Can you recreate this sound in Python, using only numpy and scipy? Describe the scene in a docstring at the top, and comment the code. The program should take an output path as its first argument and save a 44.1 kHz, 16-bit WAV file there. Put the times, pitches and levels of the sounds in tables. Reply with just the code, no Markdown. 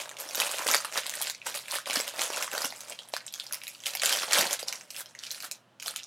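"""A swarm of fine crackles is heard at once over a faint hum and room noise, then loud snaps, clicks and pops:
hands crumple and tear a foil wrapper close to a small microphone in a quiet, soft-furnished room.
Each buckling crease is a ragged noise burst of about 2 ms that excites resonances of its own colour.
Swarms of small snaps fill the pulls; low puffs come from the pressed air pouch.
A near surface returns every snap about 7 ms later, ahead of a short room tail."""
import sys
import numpy as np
from scipy import signal
from scipy.fft import rfft, irfft, next_fast_len
from scipy.io import wavfile
from scipy.ndimage import uniform_filter1d

SR = 44100
rng = np.random.default_rng(int(sys.argv[2]) if len(sys.argv) > 2 else 0)


def volts_from_db(level):
    """Convert decibel levels to linear amplitude ratios."""
    exponent = np.asarray(level, float) / 20
    return 10 ** exponent


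def bounce(signal):
    """Save signal as a 16-bit WAV file at the path given by the first command-line argument."""
    frames = np.transpose(np.atleast_2d(signal))
    limited = np.clip(frames, -1, 1)
    pcm = np.round(limited * 32767).astype(np.int16)
    wavfile.write(sys.argv[1], SR, pcm)


N = 267246  # samples in the scene
GRAIN = 512  # samples in one snap

# Levels of foil events are before the room and overall response; noise and hum are added afterwards.
# steady room noise, spectral shape: (frequency [Hz], relative density [dB per Hz])
ROOM_NOISE = [(24, -65.5), (60, -29), (110, -12), (200, -7), (430, -14), (560, -8.5), (1680, -16),
              (2100, -21.5), (2600, -21.5), (3000, -17), (3500, -23), (5000, -28), (9000, -34.5),
              (16000, -44)]
# mains hum, mean level: (frequency [Hz], rms level [dB])
MAINS_HUM = [(119.5, -75.5)]
# pulls of the hands that swell and let go, relative to one another:
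# (peak time [s], level [dB], rise [s], fall [s], air pouch against pull [dB])
HAND_PULLS = [(0.0, -30.5, .05, 0.07, -5.5), (0.1, -50, 0.25, 0.23, 7.5), (0.2, -38, 0.029, 1, -2.5),
              (0.403, -24, 0.077, 0.15, -4.5), (0.56, -31, 0.19, 0.56, -7), (0.742, -24, 0.16, 0.052, -2),
              (0.86, -49.5, 0.15, 0.19, -8.5), (0.981, -24, 0.068, 0.041, -6.5),
              (1.119, -37.5, 0.29, 0.3, -6), (1.289, -31.5, 0.31, 0.053, -13),
              (1.471, -29, 0.029, 0.096, -7), (1.551, -28, 0.013, 0.058, -9),
              (1.63, -43.5, 0.13, 0.11, -10.5), (1.75, -27.5, 0.087, 0.076, -8),
              (1.874, -32, 0.02, 0.33, -2), (1.961, -24.5, 0.075, 0.097, -7.5),
              (2.07, -31.5, 0.013, 0.072, -5.5), (2.231, -24.5, 0.098, 0.076, -4),
              (2.428, -30, 0.29, 0.071, -3.5), (2.54, -33.5, 0.044, 0.22, 1.5),
              (2.66, -27.5, 0.17, 0.023, -8), (2.78, -47, 0.26, 0.57, -19), (2.92, -43, 0.36, 0.055, -3),
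              (2.989, -51, 0.0087, 0.29, 1.5), (3.139, -34.5, 0.016, 0.063, -30),
              (3.27, -49, 0.14, 0.075, -2.5), (3.35, -42, 0.02, 0.29, -10), (3.54, -47, 0.1, 0.085, 0.5),
              (3.68, -46, 0.32, 0.26, -9), (3.863, -29, 0.015, 0.08, -12), (3.98, -39.5, 0.25, 0.085, -6.5),
              (4.046, -21, 0.034, 0.32, -9), (4.34, -19, 0.049, 0.2, -28), (4.407, -24, 0.17, 0.13, 1),
              (4.529, -26.5, 0.059, 0.033, -4), (4.593, -29.5, 0.0056, 0.05, -12),
              (4.7, -38.5, 0.061, 0.19, -2.5), (5.01, -32.5, 0.097, 0.017, -13),
              (5.09, -52.5, 0.19, 0.13, -2.5), (5.25, -37, 0.081, 0.065, -13),
              (5.33, -39, 0.086, 0.21, -11), (5.452, -31, 0.033, 0.029, -8.5),
              (5.53, -52.5, 0.055, 0.092, -0.5), (5.82, -38.5, 0.006, 0.081, -22),
              (5.871, -34.5, 0.032, 0.11, -7), (5.96, -40.5, 0.012, 0.11, -22)]
# treble against the pull and against the small panel: (time [s], level [dB])
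TREBLE_BALANCE = [(0, -10), (.4, -7), (.8, -15), (1.2, -14), (1.4, -12), (1.6, -4), (2.0, -10.5),
                  (2.4, -11), (2.8, -8), (3.15, -22), (3.55, -4), (3.9, -6.5), (4.1, -9.5), (4.3, -14),
                  (4.5, -11), (4.75, -14.5), (5.0, 1.5), (5.15, -34.5), (5.35, -4), (5.7, -3.5),
                  (5.9, -6.5), (6.06, -22)]
# modes of the air-filled wrapper, before random detuning: (frequency [Hz], width [Hz], relative level [dB])
POUCH_MODES = [(340, 290, -10.5), (580, 98, 6.5), (1020, 860, 1)]
# early reflections, delays before sway and levels before colouring: (delay [ms], level [dB])
EARLY_ECHOES = [(2.9, -14), (6.9, -9), (13, -19), (20, -21)]
# colour of the early reflections: (frequency [Hz], gain [dB])
ECHO_COLOUR = [(500, -15.5), (2000, -1), (8000, 3), (15000, 10.5)]
# reverberation time of the room: (frequency [Hz], time to fall 60 dB [s])
ROOM_DECAY = [(300, 0.21), (1000, 0.19), (3000, 0.2), (8000, 0.12), (15000, 0.13)]
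# colour of the room tail, thin in the bass: (frequency [Hz], gain [dB])
TAIL_COLOUR = [(400, -8), (1000, -5), (3000, -0.5), (12000, 0.5)]
# loud snaps, a few of them early reflections, each with two ringing panels:
# (time [s], large panel peak [dB], its ring [Hz], small panel peak [dB], its ring [Hz])
LOUD_SNAPS = [(0.0563, -31.5, 1670, -31.5, 3870), (0.092, -27, 2550, -33, 6400),
              (0.1132, -31.5, 1820, -33, 5960), (0.168, -27, 3070, -37, 5300),
              (0.188, -33, 2330, -29, 6000), (0.202, -30, 2390, -38, 5830), (0.2145, -47, 1480, -35, 7560),
              (0.289, -35, 3660, -29, 5660), (0.309, -29, 2470, -25.5, 4670), (0.348, -21, 3730, -45, 4030),
              (0.354, -33, 3990, -23.5, 5300), (0.373, -28, 2710, -24, 4520),
              (0.401, -18.5, 3100, -30, 4520), (0.4183, -12.5, 2440, -18.5, 3960),
              (0.511, -24.5, 1300, -31, 6620), (0.538, -20, 2970, -34, 4230),
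              (0.5835, -20, 2500, -31, 7320), (0.591, -38, 2170, -25.5, 5100),
              (0.6675, -19, 1860, -30, 4160), (0.6777, -18, 3140, -18, 8400),
              (0.6857, -17, 2770, -47, 6700), (0.701, -21, 1270, -18, 6400),
              (0.7132, -22, 1580, -13.5, 6750), (0.738, -9, 2200, -21, 6000), (0.746, -23, 1330, -11, 4370),
              (0.766, -30, 2330, -15, 6550), (0.778, -29, 1550, -21, 4530), (0.8032, -29, 1380, -27, 5900),
              (0.8496, -22, 1290, -30, 4745), (0.8512, -26.5, 2610, -30, 8460),
              (0.9246, -25, 1710, -36, 4700), (0.956, -25, 2570, -41, 5100),
              (0.9755, -18.5, 2010, -17, 3850), (1.034, -22, 2640, -47, 4500),
              (1.06, -24.5, 2060, -40, 4100), (1.0672, -30, 3030, -33, 3930), (1.095, -34, 3380, -26, 6940),
              (1.1377, -24, 1830, -27, 7810), (1.153, -28, 2050, -23.5, 9400),
              (1.2151, -30, 2060, -21.5, 8500), (1.222, -22.5, 3540, -30, 8550),
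              (1.27, -21, 2020, -22, 4050), (1.298, -18.5, 3960, -22, 6740), (1.3476, -31, 2350, -30, 4200),
              (1.4161, -27, 2400, -58, 4160), (1.466, -29.5, 3150, -23.5, 5770),
              (1.4685, -27, 2230, -31, 6030), (1.5424, -22.5, 2280, -25.5, 4040),
              (1.5895, -55, 3500, -26, 4060), (1.657, -33, 2420, -43, 7400),
              (1.6822, -24.5, 2270, -32, 8150), (1.7108, -32, 3990, -26, 4100),
              (1.741, -23.5, 1280, -29, 4700), (1.758, -25, 1540, -20.5, 4000),
              (1.7844, -21, 1350, -34, 6333), (1.8577, -24, 2300, -48, 5020), (1.874, -38, 4000, -27, 4960),
              (1.899, -19, 3040, -44, 5800), (1.9079, -14, 2310, -17.5, 4270),
              (1.9314, -39, 1670, -45, 7200), (1.9394, -27, 3800, -24, 8700), (1.958, -18, 1980, -16, 4980),
              (1.969, -27, 3080, -18, 4260), (2.0006, -18, 2100, -18.5, 5050),
              (2.0092, -40, 1910, -22.5, 7860), (2.0784, -21.5, 3160, -23.5, 4730),
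              (2.1926, -19, 2280, -24, 4170), (2.216, -16, 3050, -25, 4280), (2.2353, -37, 2580, -21, 7000),
              (2.3024, -30, 2260, -25, 5500), (2.333, -25, 2470, -43, 5500), (2.343, -22, 2530, -32, 5310),
              (2.371, -22, 1580, -23, 4060), (2.408, -25, 1360, -31, 5860),
              (2.4247, -17, 2360, -16.5, 5840), (2.4775, -24, 1530, -30, 5750),
              (2.5143, -24.5, 2380, -27.5, 7300), (2.5316, -30, 1700, -25, 5540),
              (2.5497, -21, 1450, -23.5, 6600), (2.578, -18.5, 1570, -23, 4530),
              (2.6182, -27.5, 1330, -21.5, 5000), (2.646, -20, 2900, -16.5, 5400),
              (2.656, -24, 3270, -22, 6600), (2.704, -60, 2000, -27, 4140),
              (2.7234, -26.5, 2060, -33, 4900), (2.7614, -56, 1760, -31.5, 7500),
              (2.806, -29, 3840, -24.5, 6170), (2.897, -39, 3670, -26, 7430), (2.914, -30, 2860, -58, 4000),
              (2.922, -27, 2750, -57, 4320), (2.947, -43, 3000, -40, 5300),
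              (2.9895, -24.5, 3100, -59, 6000), (3.087, -38, 3370, -34, 9900),
              (3.121, -48, 3040, -44, 5070), (3.1376, -21, 2550, -24, 4270), (3.165, -19, 1590, -20, 4600),
              (3.265, -39, 1900, -27.5, 7440), (3.2792, -27.5, 3700, -38, 3900),
              (3.326, -46, 3250, -38, 4100), (3.3385, -28, 3400, -21.5, 4900),
              (3.398, -23.5, 3650, -28.5, 5200), (3.466, -35, 4100, -28.5, 4860),
              (3.51, -30, 1480, -55, 6230), (3.5244, -28, 2650, -22, 6100), (3.535, -28.5, 1430, -26, 5000),
              (3.544, -26.5, 2240, -23, 4940), (3.616, -26.5, 2540, -62, 5260),
              (3.6357, -29, 2190, -30, 5060), (3.6688, -26, 2480, -27, 3660),
              (3.679, -26, 2520, -23.5, 6660), (3.749, -32.5, 3340, -42, 4220),
              (3.803, -37, 3170, -30.5, 6100), (3.837, -29, 3220, -34, 6790),
              (3.8582, -16.5, 3360, -25, 5250), (3.8659, -18.5, 2570, -19, 4700),
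              (3.9356, -28, 2690, -27, 4070), (3.9508, -19.5, 2420, -20, 5600),
              (3.971, -25, 3340, -26, 4190), (3.997, -20, 3550, -37, 4200), (4.0192, -14, 2430, -20, 5930),
              (4.0343, -15, 1700, -16.5, 4300), (4.0579, -12, 3400, -12.5, 6900),
              (4.094, -14, 3180, -24, 4300), (4.125, -16, 3320, -22.5, 4740),
              (4.1878, -19, 3480, -20, 4400), (4.2316, -21, 1340, -24, 4100),
              (4.308, -19.5, 2940, -40, 5800), (4.3222, -14, 2200, -28, 5930),
              (4.3321, -19, 2200, -12, 4430), (4.3386, -22, 2230, -16, 7300),
              (4.3782, -31, 3250, -20, 4500), (4.3849, -15.5, 3040, -14.5, 5830),
              (4.409, -15, 1900, -14, 4500), (4.43, -39, 2450, -43, 5640), (4.5089, -18, 3000, -18, 5030),
              (4.53, -28, 3250, -16, 7150), (4.538, -25, 3840, -35, 8350), (4.591, -27.5, 3870, -37, 4070),
              (4.628, -52, 3220, -27, 4940), (4.679, -28, 5360, -43, 6500), (4.683, -19, 3950, -24, 5100),
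              (4.7258, -20.5, 2620, -18.5, 5650), (4.7554, -47, 2450, -30, 5100),
              (4.81, -30, 1710, -34, 5970), (4.904, -31, 2900, -28, 4530), (4.946, -30, 2760, -44, 5890),
              (4.9642, -26.5, 3270, -28.5, 5060), (5.0587, -31.5, 3620, -31.5, 5400),
              (5.15, -29.5, 1900, -36.5, 6640), (5.189, -47, 3940, -31, 4300),
              (5.236, -23.5, 3400, -28.5, 4580), (5.2662, -42, 3020, -26, 4100),
              (5.3066, -30, 4060, -25.5, 4200), (5.3133, -34, 1860, -21, 6000),
              (5.346, -31, 2750, -27.5, 4150), (5.4034, -31, 2920, -29, 4300),
              (5.424, -38, 1580, -29, 4240), (5.433, -32, 1500, -50, 4100),
              (5.5129, -27.5, 2640, -24, 4360), (5.7991, -31, 3030, -31.5, 5130),
              (5.825, -27.5, 2570, -29, 6960), (5.8602, -23, 3170, -24.5, 5600),
              (5.88, -35, 3370, -21.5, 4180), (5.961, -17, 3170, -22, 7000),
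              (6.0326, -35, 3970, -31.5, 5330)]
# trapped air that pops as the wrapper is squeezed: (time [s], peak level [dB], ring [Hz])
AIR_POPS = [(0.057, -30.5, 705), (0.415, -22.5, 1020), (0.466, -32, 553), (0.542, -28.5, 530),
            (0.594, -24, 1020), (0.612, -24.5, 1010), (0.663, -23.5, 580), (0.686, -14.5, 1020),
            (0.745, -6, 1100), (0.847, -20.5, 1090), (0.976, -19.5, 1020), (1.058, -27, 1020),
            (1.208, -27.5, 900), (1.469, -24, 910), (1.724, -26, 1020), (1.898, -27, 590),
            (1.961, -18, 1170), (1.999, -22.5, 550), (2.139, -34, 638), (2.191, -30, 650),
            (2.216, -20, 1070), (2.302, -23, 555), (2.348, -25, 1020), (2.377, -26.5, 613),
            (2.476, -30, 1050), (2.532, -22.5, 1350), (2.579, -26, 600), (2.643, -20, 1080),
            (2.724, -34.5, 745), (2.906, -39.5, 690), (2.918, -36, 690), (2.93, -42, 700),
            (3.137, -20.5, 646), (3.164, -39, 1500), (3.883, -35, 1300), (3.952, -30.5, 794),
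            (4.034, -24.5, 605), (4.235, -20, 1240), (4.332, -16, 1310), (4.353, -29, 530),
            (4.377, -24, 570), (4.395, -28.5, 570), (4.408, -43, 580), (4.51, -24.5, 554),
            (4.629, -28, 542), (5.861, -33.5, 740), (5.88, -24.5, 1360)]
# sharp clicks, a few of them early reflections, levels before the offsets in ticks():
# (time [s], peak level [dB], brightest frequency [Hz], wide band against that peak [dB])
SHARP_CLICKS = [(0.0931, -23, 3300, -2), (0.187, -30, 6200, -4), (0.201, -17, 12600, -10),
                (0.208, -25, 13900, -14), (0.214, -21, 13600, -6), (0.2893, -33, 5870, -10),
                (0.3476, -15, 3500, -6), (0.3545, -12, 11500, -10), (0.3727, -22, 4500, -1),
                (0.4008, -3, 3400, -8), (0.4172, -13, 2500, -9), (0.5145, -11, 13400, 1),
                (0.544, -21, 3380, -11), (0.5849, -19, 13500, 0), (0.6678, -8, 4400, -4.5),
                (0.6779, -14, 3100, -7), (0.689, -10, 4500, -7), (0.7023, -16, 5800, -7),
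                (0.708, -19, 6500, -7), (0.714, -11, 6900, -7), (0.7379, -13, 2200, -6),
                (0.746, -9, 4400, -9.5), (0.755, -24, 4600, -5.5), (0.7661, -24, 5900, 4),
                (0.7787, -25, 4600, -10.5), (0.848, -16, 4440, -8), (0.8556, -25, 8060, -11),
                (0.9245, -31, 2200, -7), (0.975, -6.5, 3200, 18), (1.0656, -13, 3780, 3),
                (1.0956, -12, 6170, 4), (1.139, -19, 4700, -4), (1.2157, -12, 8900, 2),
                (1.2239, -9, 11600, -2), (1.2706, -21, 6700, -11), (1.2775, -23, 7200, -16),
                (1.2985, -12, 7200, -3), (1.4651, -23, 8100, -10), (1.4718, -22, 7400, -11),
                (1.6833, -32, 2400, -17), (1.711, -22, 4560, -9), (1.7174, -13, 8400, 3),
                (1.7407, -20, 2680, -19), (1.756, -30, 4180, -18), (1.7855, -25, 6600, -8),
                (1.8579, -31, 2500, -9), (1.874, -24, 4700, -3), (1.8984, -19, 2900, -18),
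                (1.9324, -13, 7200, -7), (1.9394, -22, 8400, -15), (1.9572, -13, 4850, -14),
                (2.0025, -13, 6700, -5), (2.0787, -16, 4000, -6), (2.1939, -16, 3580, -8),
                (2.2176, -8.5, 2800, 1), (2.3226, -35, 5200, -16), (2.409, -26, 2220, -11),
                (2.426, -19, 6300, -6), (2.5146, -29, 7250, -3), (2.5801, -12, 1700, -8),
                (2.6204, -20, 5600, -9), (2.647, -25, 5800, -8), (2.655, -22, 3000, -5),
                (2.8063, -34, 6400, -23), (2.898, -28, 7140, -4), (2.9892, -30, 3180, -31),
                (3.1374, -19, 3920, -16), (3.1652, -16, 4500, -15), (3.2666, -31, 7560, -6),
                (3.2802, -39, 3900, -18), (3.3252, -26, 11400, -11), (3.3396, -22.5, 5140, -27),
                (3.3989, -20, 4840, -31), (3.466, -28, 4480, -17), (3.525, -22, 12100, -3),
                (3.5337, -15.5, 9800, -8.5), (3.5436, -19, 4900, 6), (3.8369, -28, 3200, -18),
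                (3.861, -17.5, 3100, -4), (3.866, -29, 4900, -2), (3.9355, -25, 3800, -12),
                (3.952, -21, 2700, 0), (3.9966, -22, 4630, -16), (4.0183, -19, 7300, -13),
                (4.0341, -8.5, 3180, -9.5), (4.0583, -16, 6600, 6), (4.0937, -10, 3300, -10),
                (4.127, -9, 4830, -7), (4.1879, -28, 5240, 3), (4.1987, -21, 4400, -10),
                (4.2348, -33, 5100, -8), (4.3102, -29, 1900, -12), (4.3237, -8, 4900, 4),
                (4.332, -6.5, 7500, -11), (4.3562, -11, 1800, -13), (4.3792, -13, 6600, -7),
                (4.3846, -7, 3500, -7), (4.412, -10.5, 6200, -10), (4.511, -18, 6500, -12),
                (4.5164, -26, 5700, -4), (4.5301, -10, 11600, -4), (4.594, -25, 3800, -14),
                (4.6286, -28, 5000, -17), (4.6828, -17.5, 4950, -11.5), (4.7268, -24, 6030, -9),
                (4.9077, -22, 3180, -12), (4.9633, -19, 5300, 3), (5.0592, -44, 5740, -22),
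                (5.1903, -29.5, 6300, -19), (5.2362, -23, 5200, -5), (5.3072, -33, 4430, -26),
                (5.3134, -26, 5900, -10), (5.513, -21, 4630, -5), (5.5189, -22, 6950, -14),
                (5.8252, -24.5, 2800, -8), (5.8814, -17, 3960, -8), (5.9612, -20, 6900, 4),
                (6.0396, -30, 5900, -17)]
# finger presses on the air pouch: (time [s], nominal peak level [dB], frequency [Hz])
POUCH_PRESSES = [(0.259, -51, 324), (0.354, -56, 318), (0.597, -45, 342), (0.689, -46, 252),
                 (0.432, -54, 241), (0.668, -40.5, 380), (0.72, -53, 242), (0.973, -52, 260),
                 (1.898, -51, 290), (1.97, -36, 272), (2.191, -46, 334), (2.3, -42, 390),
                 (2.649, -41.5, 268), (4.052, -55, 45), (4.061, -56, 260), (4.233, -52, 353),
                 (4.332, -50, 365), (4.37, -44, 355), (4.389, -43, 193), (4.411, -48.5, 171),
                 (4.458, -46, 202), (4.429, -35.5, 370), (4.63, -64, 377)]
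# overall response of the foil sound, with a steep cut near 16 kHz: (frequency [Hz], gain [dB])
OVERALL_RESPONSE = [(40, -15), (150, 2), (200, 2.5), (350, -2), (700, 0), (2000, -4), (5000, 0), (10000, 2),
                    (14000, -5.5), (15850, -12.5), (16150, -39), (17000, -57)]
# channel balance: (frequency [Hz], left minus right [dB])
LEFT_OVER_RIGHT = [(60, -0.8), (400, -1.5), (800, -1.2), (1500, -1.25), (15000, -1.6)]


def evened(x):
    """Normalises power: scales a signal to rms 1."""
    return x / np.sqrt(np.mean(x ** 2) + 1e-20)


def read(points, hz):
    """Interpolates a response on a logarithmic frequency axis."""
    f, value = np.transpose(points)
    return np.interp(np.log(hz + 1), np.log(f + 1), value)


def coloured(x, points):
    """Linear filtering: multiplies the spectrum by a table of (frequency [Hz], gain [dB])."""
    length = x.shape[-1]
    size = next_fast_len(length)
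    hz = np.fft.rfftfreq(size, 1 / SR)
    return irfft(rfft(x, size) * volts_from_db(read(points, hz)), size)[..., :length]


def ring(hz, width):
    """Damped resonance: its spectrum has gain 1 at the centre and a bandwidth in Hz."""
    f = np.fft.rfftfreq(GRAIN, 1 / SR) + 1
    return 1 / (1 + 1j * (f ** 2 - hz ** 2) / (f * width))


def panel(hz, sharpness):
    """Plate resonance: a narrow ring on a fainter wide skirt."""
    hz = hz[:, None]
    skirt_db = -7.5
    return ring(hz, hz / sharpness) ** 2 + volts_from_db(skirt_db) * ring(hz, .8 * hz) ** 2


def wide(low_hz, high_hz):
    """Non-resonant radiation: a broad band between a low and a high corner."""
    f = 1j * np.fft.rfftfreq(GRAIN, 1 / SR)
    return (f / (f + low_hz)) ** 2 / (1 + f / high_hz)


def place(s, grains):
    """Superposition: adds each grain at its time in seconds."""
    at = np.round(s * SR).astype(int)[:, None] + np.arange(GRAIN)
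    return np.bincount(at.ravel(), grains.ravel(), N + 2 * GRAIN)[:N]


def buckle(burst_ms, bodies, spike=4.84):
    """Impulsive excitation: a short ragged burst rings every body, each result scaled to peak 1."""
    t_ms = np.arange(GRAIN) * 1000 / SR
    noise = rng.standard_normal((len(burst_ms), GRAIN))
    # one sharp spike early in each burst, sized before the envelope
    noise[:, 16] = spike * np.sign(noise[:, 16])
    envelope = np.exp(-t_ms / burst_ms[:, None]) * np.minimum(t_ms / 0.6, 1)
    burst = rfft(noise * envelope)
    fade = signal.windows.tukey(2 * GRAIN, .5)[GRAIN:]
    parts = [irfft(burst * body, GRAIN) * fade for body in bodies]
    return [part / abs(part).max(1, keepdims=True) for part in parts]


def background():
    """Stationary noise and a tone: shaped room noise with a mains hum that wavers a little in level."""
    noise_db = -64  # rms
    hiss = volts_from_db(noise_db) * evened(coloured(rng.standard_normal(N), ROOM_NOISE))
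    t = np.arange(N) / SR
    waver = 1 + 0.13 * evened(uniform_filter1d(rng.standard_normal(N), 4000))
    hum = sum(np.sqrt(2) * volts_from_db(db) * np.sin(2 * np.pi * hz * t) for hz, db in MAINS_HUM)
    return hiss + waver * hum


def effort():
    """Power addition: overlapping pulls give gains over time for panels, pouch and edge."""
    t = np.arange(0, N + 64, 64) / SR
    s, db, rise, fall, pouch_db = np.transpose(HAND_PULLS)[..., None]
    away = np.where(t < s, (s - t) / rise, (t - s) / fall)
    swell_db = -20 * away ** 1.5  # 20 dB down one rise before or one fall after the peak
    pull_db = db + swell_db
    # the treble loses 0.27 dB more per dB of swell
    treble_db = np.interp(t, *np.transpose(TREBLE_BALANCE)) + 0.27 * swell_db
    gains = [np.sqrt(volts_from_db(2 * (pull_db + extra_db)).sum(0)) for extra_db in (0, pouch_db, treble_db)]
    return [np.interp(np.arange(N) / SR, t, gain) for gain in gains]


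def crackle():
    """Random pulse train: many small creases, most faint and a few sharp, follow the pull of the hands."""
    when, pitch, size, pouch_size, edge_size, edge_pitch, detune = rng.random((9000, 7)).T
    s = when * N / SR
    # each small crease draws its own random pouch pitch, within 7 percent
    shift = 1 + .14 * (detune[:, None] - .5)
    pouch = sum(volts_from_db(db) * ring(hz * shift, width) for hz, width, db in POUCH_MODES)
    pouch = pouch * ring(907, 840)
    creases = panel(1300 * 6.5 ** pitch, 2.65)
    edges = panel(8000 * 1.9 ** edge_pitch, 1.5)
    bodies = creases, pouch, edges, wide(1100, 7700)
    crease, pouch, edge, broad = buckle(0.17 + 0.96 * pouch_size, bodies)
    crease = crease + volts_from_db(-4.5) * broad
    size_db = -4.4 * np.log(1 - .98 * size)
    shares_db = (0 * s, 9.2 * pouch_size, 33.0 * edge_size)
    out = 0
    for part, share_db, gain in zip((crease, pouch, edge), shares_db, effort()):
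        swarm = evened(place(s, volts_from_db(size_db + share_db)[:, None] * part))
        out = out + swarm * gain
    return volts_from_db(-6.5) * out


def tail():
    """Diffuse reverberation: sparse taps of random sign die band by band, total energy 1."""
    taps = np.zeros(SR // 2)
    at = np.arange(340, SR // 2 - 20, 20)
    taps[at + rng.integers(0, 20, len(at))] = rng.choice([-1., 1.], len(at))
    hz, t, bands = signal.stft(taps, SR, nperseg=256)
    decay = volts_from_db(-60 * t / read(ROOM_DECAY, hz)[:, None])
    out = signal.istft(bands * decay, SR, nperseg=256)[1]
    return out / np.linalg.norm(out)


def room(x):
    """Reflection: echo delays sway slowly and tails rotate steadily, so no fixed colouring stands out."""
    n = np.arange(N)
    echoes = 0
    for ms, db in EARLY_ECHOES:
        sway_ms = .25 * np.sin(2 * np.pi * (rng.uniform(1, 2.5) * n / SR + rng.random()))
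        echoes = echoes + volts_from_db(db) * np.interp(n - (ms + sway_ms) * SR / 1000, n, x, left=0)
    echoes = coloured(echoes, ECHO_COLOUR)
    # the sound turns through five tails; the squares of the shares sum to 1
    turn = 2 * np.pi * 7.3 * n / SR
    shares = [np.sqrt(2 / 5) * np.cos(turn + k * np.pi / 5) for k in range(5)]
    late = sum(signal.fftconvolve(x * share, tail())[:N] for share in shares)
    tail_db = -9.5  # against the direct sound, before its colour
    return x + echoes + volts_from_db(tail_db) * coloured(late, TAIL_COLOUR)


def snaps():
    """Parallel resonance: each loud snap rings two panels and the fine edge together."""
    s, large_db, large_hz, small_db, small_hz = np.transpose(LOUD_SNAPS)
    treble_db = np.interp(s, *np.transpose(TREBLE_BALANCE))
    # stronger snaps have a sharper edge: extra dB per dB above -35.5 dB
    sharper_db = 0.5842 * (small_db + 35.5)
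    scatter_db = 11 * (rng.random(len(s)) - .5)
    edge_db = small_db + treble_db - 3 + sharper_db + scatter_db
    bodies = panel(large_hz, 3.4), panel(small_hz, 4.6), ring(11500, 7200) ** 2
    parts = buckle(np.full(len(s), 1.2), bodies, spike=2.5)
    levels_db = large_db, small_db, edge_db
    return place(s, sum(volts_from_db(db)[:, None] * part for db, part in zip(levels_db, parts)))


def pops():
    """Low resonance of trapped air: rounded rings of a few cycles as the wrapper is squeezed."""
    s, db, hz = np.transpose(AIR_POPS)[..., None]
    body = ring(hz, hz / 2.4) ** 2 + .4 * ring(1.3 * hz, hz) ** 2
    pop, = buckle(np.full(len(s), .6), [body])
    return place(s[:, 0], volts_from_db(db) * pop)


def aftersnaps():
    """Triggered buckling: each loud snap is followed by five fainter creases, each with its own colour."""
    s, large_db, large_hz, small_db, small_hz = np.repeat(np.transpose(LOUD_SNAPS), 5, axis=1)
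    late, size, pitch, small = rng.random((len(s), 4)).T
    small = small < .5
    hz = np.where(small, small_hz, large_hz) * 1.8 ** (pitch - .4)
    # at least 9 dB fainter, and up to 13 dB more
    db = np.where(small, small_db, large_db) - 9 - 13 * (size + late) / 2
    part, = buckle(np.full(len(s), .9), [panel(hz, 4.5)], spike=2.5)
    # 3 to 48 ms after the snap
    when = np.minimum(s + .003 + late * 45 / 1000, N / SR)
    return place(when, volts_from_db(db)[:, None] * part)


def ticks():
    """Broadband impulse: each sharp click is a spike and a very short rattle, a peak over a wide band."""
    s, db, hz, wide_db = np.transpose(SHARP_CLICKS)[..., None]
    colour = volts_from_db(1.2 * wide_db + 4.5) * wide(880, 11000) + ring(hz, 0.34 * hz) ** 2
    tick, = buckle(np.full(len(s), .28), [colour])
    return place(s[:, 0], volts_from_db(db - 0.5) * tick)


def presses():
    """Damped oscillation: fingers on the air pouch give soft low puffs of a few cycles."""
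    out, t = np.zeros(N + SR), np.arange(3000) / SR
    for s, db, hz in POUCH_PRESSES:
        envelope = t / 0.0025 * np.exp(1 - t / 0.0033)
        puff = envelope * np.sin(2 * np.pi * hz * t)
        out[round(s * SR):][:len(t)] += volts_from_db(db) * puff
    return out[:N]


def scene():
    """Superposition at one microphone: the wrapper in the room, over the background."""
    wrapper = snaps() + aftersnaps() + ticks() + pops() + crackle() + presses()
    foil = coloured(room(wrapper), OVERALL_RESPONSE)
    return np.tile(foil + background(), (2, 1))


def low_pass(x):
    """Removes everything above the highest recorded frequency."""
    return signal.sosfilt(signal.butter(12, 16990, fs=SR, output="sos"), x)


def record(dry):
    """Level difference: two channels carry one signal, the right a little louder."""
    sides = []
    for channel, half in enumerate((.5, -.5)):
        balance = [(hz, half * db) for hz, db in LEFT_OVER_RIGHT]
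        sides.append(coloured(dry[channel], balance))
    return low_pass(np.array(sides))


dry = scene()
out = record(dry)
bounce(out)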